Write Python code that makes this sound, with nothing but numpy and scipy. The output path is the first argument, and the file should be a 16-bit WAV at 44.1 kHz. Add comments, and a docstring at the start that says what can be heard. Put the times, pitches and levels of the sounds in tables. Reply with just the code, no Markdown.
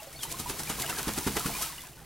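"""A wet dog shakes itself while standing in a plastic tub of water in a small yard.
About ten times a second its coat swings round: the fur swishes and slaps, the skin flaps,
and the ears thump on some harder swings. Flung drops spatter all around and die away at the end.
The water sloshes and bubbles at its legs, and the walls and paving add a short echo."""
import sys
import numpy as np
from scipy import signal
from scipy.io import wavfile

SR = 44100
rng = np.random.default_rng(int(sys.argv[2]) if len(sys.argv) > 2 else 0)


def bounce(signal):
    """Save signal as a 16-bit WAV file at the path given by the first command-line argument."""
    frames = np.transpose(np.atleast_2d(signal))
    limited = np.clip(frames, -1, 1)
    pcm = np.round(limited * 32767).astype(np.int16)
    wavfile.write(sys.argv[1], SR, pcm)


N = 90404
T = np.arange(N) / SR

# swings of the coat: t/s, swish level/dB, slap level/dB, flap level/dB, basic fade time/s
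COAT_SWINGS = [(0.234, -33.5, -45, -50.5, 0.012), (.318, -35, -47, -45.5, 0.0078),
               (.400, -35, -51, -37, 0.013), (0.499, -34, -37, -35, 0.015), (0.595, -36, -41.5, -40, 0.017),
               (.699, -34.5, -32.5, -42, 0.019), (0.8, -35, -39.5, -39, 0.019),
               (0.898, -34.5, -31.5, -40, 0.012), (0.987, -34.5, -31.5, -38.5, .017),
               (1.083, -35, -30.5, -34, 0.015), (1.179, -35.5, -32, -32, 0.012),
               (1.275, -35, -29, -27.5, 0.0086), (1.369, -34, -27.5, -32, 0.013),
               (1.463, -35.5, -34.5, -41, 0.025), (1.623, -30.5, -40, -54, 0.015)]
# tone (how strong each frequency is) of the hair's swish, wet slap and skin flap: f/Hz, level/dB
SWISH_SPECTRUM = [(300, -13), (1500, -9.5), (3000, 1.5), (5000, 2.5), (7500, 3.5), (10000, 4), (13000, 1.5),
                  (16000, -18)]
SLAP_SPECTRUM = [(150, -18.5), (420, -5), (580, -9), (850, 2), (1350, -1.5), (1900, -4), (2700, -7.5),
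                 (4500, -12.5), (12000, -25)]
FLAP_SPECTRUM = [(30, -12), (65, 2), (100, -1), (150, -2), (320, 1), (450, 0.5), (580, -20), (1500, -38.5),
                 (5000, -74)]
# ears hitting the head: t/s, level/dB, f/Hz
EAR_THUMPS = [(.702, -28.5, 198), (1.074, -23.5, 246), (1.2677, -20.5, 233), (1.3655, -30, 430),
              (1.459, -23, 196)]
# tones that boom after a thump: f/Hz, level/dB relative to the thump, time to fade by 60 dB/s
EAR_BOOM = [(62.7, -12, 0.29), (140.4, -23.5, 0.39), (208.5, -13, 0.36), (308.4, -13, 0.12),
            (459, -15, 0.14)]
# loudness of the flung spray: t/s, level/dB
SPRAY_LEVELS = [(0, -49), (.1, -52), (.19, -50), (.25, -47.5), (.55, -43.5), (.75, -41), (1.1, -40.5),
                (1.32, -39), (1.55, -37.5), (1.66, -37), (1.73, -45), (1.82, -47.5), (1.92, -53.5),
                (2.05, -57.5)]
# tone of the spray: f/Hz, level/dB
SPRAY_SPECTRUM = [(300, -22.5), (1500, -1.5), (3000, 0.5), (5000, 1.5), (7500, 0.5), (10000, 1.5),
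                  (13000, -1.5), (16000, -2)]
# clumps of water landing close by: t/s, level/dB, fade time/s
NEAR_SPLATS = [(0.031, -41.5, 0.0045), (.128, -45.5, 0.014), (.209, -54, .002), (0.232, -35.5, 0.0041),
               (.325, -31, .002), (.371, -42, .002), (.634, -31, 0.0024), (0.819, -26, 0.0019),
               (0.822, -27.5, 0.0037), (0.864, -34, .002), (1.030, -29, 0.0022), (1.136, -31, .003),
               (1.186, -26.5, 0.0027), (1.395, -30, 0.0053), (1.818, -39, 0.0022), (1.870, -42, 0.0028)]
# single bubbles in the tub: t/s, f/Hz, relative level/dB, fade time/s
TUB_BUBBLES = [(0.0, 2711, -40.5, 0.0043), (.02, 632, -45.5, 0.028), (.07, 550, -42.5, 0.013),
               (0.16, 4360, -45, 0.018), (.19, 3560, -41, .008), (0.205, 3260, -41, 0.012),
               (0.232, 3077, -35.5, 0.0094), (.251, 915, -36, 0.0083), (.273, 3900, -45, .009),
               (.341, 1043, -36, 0.0092), (.459, 963.5, -34, 0.018), (.673, 2370, -34, .007),
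               (.828, 2126, -32.5, 0.0054), (.839, 1620, -35.5, 0.0062), (.845, 670, -37, 0.0085),
               (.862, 2890, -30, 0.0052), (0.9, 2680, -28.5, 0.0055), (.927, 1315, -28.5, 0.0037),
               (0.97, 1610, -35, .008), (1.029, 1000, -45, 0.012), (1.21, 950, -39, 0.013),
               (1.404, 1310, -29, 0.0041), (1.444, 1083, -34, 0.0093), (1.492, 865, -35.5, 0.0095),
               (1.55, 2406, -35.5, 0.0097), (1.558, 1070, -37, 0.0087), (1.63, 1282, -35, 0.015),
               (1.699, 1071, -41.5, 0.013), (1.782, 2880, -35, 0.0041), (1.79, 1994, -44.5, 0.0093),
               (1.806, 3480, -39.5, 0.0035), (1.837, 990, -42, 0.0063)]
# rise and fall of the water's slosh and low rumble: t/s, relative level/dB
SLOSH_LEVELS = [(0, -51.5), (.17, -55.5), (.3, -48.5), (.6, -48.5), (.85, -42), (1.3, -51.5), (1.52, -45),
                (1.66, -47), (1.75, -50.5), (1.84, -53.5), (1.93, -59), (2.05, -56)]
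RUMBLE_LEVELS = [(0, -60.5), (.15, -52.5), (.32, -47.5), (.6, -49), (.9, -47.5), (1.2, -51), (1.56, -46),
                 (1.7, -55.5), (1.88, -55.5), (2.02, -51.5)]
# tone of the slosh and the rumble: f/Hz, level/dB
SLOSH_SPECTRUM = [(100, -12.5), (300, 1), (550, -1), (1000, 0.5), (1800, -2), (3000, -4), (6000, -17.5),
                  (14000, -17)]
RUMBLE_SPECTRUM = [(15, -8), (30, -7.5), (58, 3), (95, -10.5), (135, 1), (200, -9), (350, -11.5),
                   (600, -18.5), (3000, -45.5)]
# length of the yard's echo: f/Hz, time to fade by 60 dB/s
ECHO_TIMES = [(60, 0.7), (250, 0.27), (1000, 0.33), (4000, 0.19), (14000, 0.16)]
# stereo width: f/Hz, level/dB of the side (left minus right) relative to the mid (left plus right)
STEREO_WIDTH = [(50, -14), (1000, -19), (2500, -22), (4500, -11.5), (8000, -5.5), (13000, -2)]
# balance of the two microphones: f/Hz, level/dB of left relative to right
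MIC_BALANCE = [(50, -1.4), (300, -1.7), (600, -3.5), (1400, -0.6), (4000, -0.4), (9000, 1.3), (16000, 2)]


def coat(swish_rise_s=0.0062, slap_rise_s=0.004, flap_rise_s=0.0046, lead_s=0.019):
    """Each swing throws a swish of wet hair, a slap and a low flap of skin."""
    swish = slap = flap = 0
    for s, swish_db, slap_db, flap_db, fade_s in COAT_SWINGS:
        lead = amp(-5) * swell(s, lead_s, lead_s)  # the fur starts to move well before the peak
        swish += amp(swish_db) * np.hypot(swell(s, swish_rise_s, fade_s), lead)
        slap += amp(slap_db) * np.hypot(swell(s, slap_rise_s, fade_s), 0.56 * lead)
        flap += amp(flap_db) * swell(s, flap_rise_s, 1.14 * fade_s)
    return (patter(swish, SWISH_SPECTRUM, per_s=4300, spread_db=-0.5, hiss_db=-21.5)
            + patter(slap, SLAP_SPECTRUM, per_s=2500, spread_db=3.5, hiss_db=-2)
            + patter(flap, FLAP_SPECTRUM, per_s=1600, spread_db=3.0, hiss_db=-3.5))


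def ears():
    """An ear claps on the head: one push of air and a short boom."""
    out = np.zeros(N)
    for s, db, hz in EAR_THUMPS:
        phase_squared = (np.pi * hz * (T - s)) ** 2
        push = (1 - 2 * phase_squared) * np.exp(-phase_squared)
        age = np.maximum(T - s, 0)
        boom = sum(amp(ring_db - 60 * age / ring_s) * np.sin(2 * np.pi * ring_hz * age)
                   for ring_hz, ring_db, ring_s in EAR_BOOM)
        out += amp(db) * (push + boom)
    return out


def spatter():
    """Flung drops rain on the tub and the paving; a few clumps land close by."""
    splats = sum(amp(db) * swell(s, rise_s=0.00024, fade_s=fade_s) for s, db, fade_s in NEAR_SPLATS)
    return (patter(gain_curve(SPRAY_LEVELS), SPRAY_SPECTRUM, per_s=2900, spread_db=2.0, hiss_db=-5)
            + patter(splats, SWISH_SPECTRUM, per_s=12000, spread_db=-5.0, hiss_db=14))


def tub(fizz_per_s=120, low_hz=647, high_hz=5053, fade_cycles=10.8, tries=400):
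    """Water churns round the legs: clear bubbles, a fizz of faint ones, slosh and a low rumble."""
    bubbles, fizz = np.zeros(N), np.zeros(N)
    for s, hz, db, fade_s in TUB_BUBBLES:
        add(bubbles, s, 1.34 * amp(db) * bubble(hz, fade_s))
    for when, pitch, softness, chance in rng.random((tries, 4)):
        if chance < fizz_per_s * T[-1] / tries:
            hz = low_hz * (high_hz / low_hz) ** pitch
            add(fizz, when * T[-1], amp(-14 * softness) * bubble(hz, fade_cycles / hz))
    churn = gain_curve(SLOSH_LEVELS)
    fizz = amp(-3) * churn * unit(fizz)
    slosh = patter(0.83 * churn, SLOSH_SPECTRUM, per_s=900, spread_db=3.5, hiss_db=0.5)
    rumble = patter(gain_curve(RUMBLE_LEVELS), RUMBLE_SPECTRUM, per_s=520, spread_db=3.0, hiss_db=5.5)
    return bubbles + fizz + slosh + rumble


def bubble(hz, fade_s, rise_s=0.00092, climb_per_s=1.33):
    """A bubble rings with a dying tone whose pitch climbs as it nears the surface."""
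    t = np.arange(5000) / SR
    loudness = (1 - np.exp(-t / rise_s)) * np.exp(-t / fade_s)
    return loudness * np.sin(2 * np.pi * hz * t * (1 + climb_per_s * t / 2))


def yard(sound, delay_s=0.0075):
    """Sound bounces off the walls and paving: a short echo, wider in the treble."""
    hz, t, noise = signal.stft(rng.standard_normal((2, SR // 2)), SR, nperseg=256)
    fade = amp(-60 * t / look_up(ECHO_TIMES, hz)[:, None])
    echo = signal.istft(noise * fade, SR, nperseg=256)[1]
    echo *= np.arange(echo.shape[1]) / SR > delay_s  # silent until the first bounce
    echo /= np.linalg.norm(echo[0])
    mid, side = signal.fftconvolve(sound.mean(0)[None], echo, axes=1)[:, :N]
    side = colour(side, STEREO_WIDTH)
    return np.array([mid + side, mid - side])


def patter(gain, tone, per_s, spread_db, hiss_db):
    """Tiny hits of random size and direction over the hiss of fine mist, following a gain curve."""
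    chance = rng.random(N)
    pan, hiss, hiss_side = rng.standard_normal((3, N))
    size = amp(spread_db * np.minimum(rng.exponential(1, N), 4))
    hits = unit(size * rng.choice([-1, 1], N) * (chance < per_s / SR))
    mid = colour(hits + amp(hiss_db) * hiss, tone)
    side = colour(hits * pan + amp(hiss_db) * hiss_side, tone)
    side = colour(side, STEREO_WIDTH)
    return gain * np.array([mid + side, mid - side]) / np.std(mid)


def swell(s, rise_s, fade_s):
    """A gain that grows to one at time s, then dies away."""
    return np.exp(-np.maximum((s - T) / rise_s, (T - s) / fade_s))


def amp(db):
    """Turns decibels into a gain, the number to multiply a sound by."""
    return 10 ** (np.asarray(db) / 20)


def unit(x):
    """Scales a sound to an average power of one."""
    return x / np.sqrt(np.mean(x ** 2) + 1e-20)


def look_up(points, hz):
    """Reads between a table's rows, with frequency spaced by octaves."""
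    f, value = np.transpose(points)
    return np.interp(np.log(hz + 1), np.log(f + 1), value)


def gain_curve(points):
    """Joins a table's levels into a gain over time."""
    return amp(np.interp(T, *np.transpose(points)))


def colour(x, points, size=4096):
    """Gives a sound a table's tone, with a filter that rings only after each hit."""
    hz = abs(np.fft.fftfreq(size, 1 / SR))
    log_gain = np.log(amp(look_up(points, hz)))
    response = np.exp(np.conj(signal.hilbert(log_gain)))
    taps = np.fft.ifft(response).real[:size // 2]
    return signal.fftconvolve(x, taps)[:N]


def add(mix, s, sound):
    """Mixes a sound in at time s."""
    part = mix[max(round(s * SR), 0):][:len(sound)]
    part += sound[:len(part)]


def scene(echo_db=-13.5):
    """Dog, spray and tub, with the yard's echo behind them."""
    direct = coat() + ears() + spatter() + tub()
    return direct + amp(echo_db) * yard(direct)


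def record(dry, cutoff_hz=15950):
    """The microphones lean right in the bass and left in the high treble; the very top is cut off."""
    left = colour(dry[0], [(hz, db / 2) for hz, db in MIC_BALANCE])
    right = colour(dry[1], [(hz, -db / 2) for hz, db in MIC_BALANCE])
    lowpass = signal.firwin(511, cutoff_hz, window=("kaiser", 9), fs=SR)
    return signal.oaconvolve(np.array([left, right]), lowpass[None], "same")


dry = scene()
out = record(dry)
bounce(out)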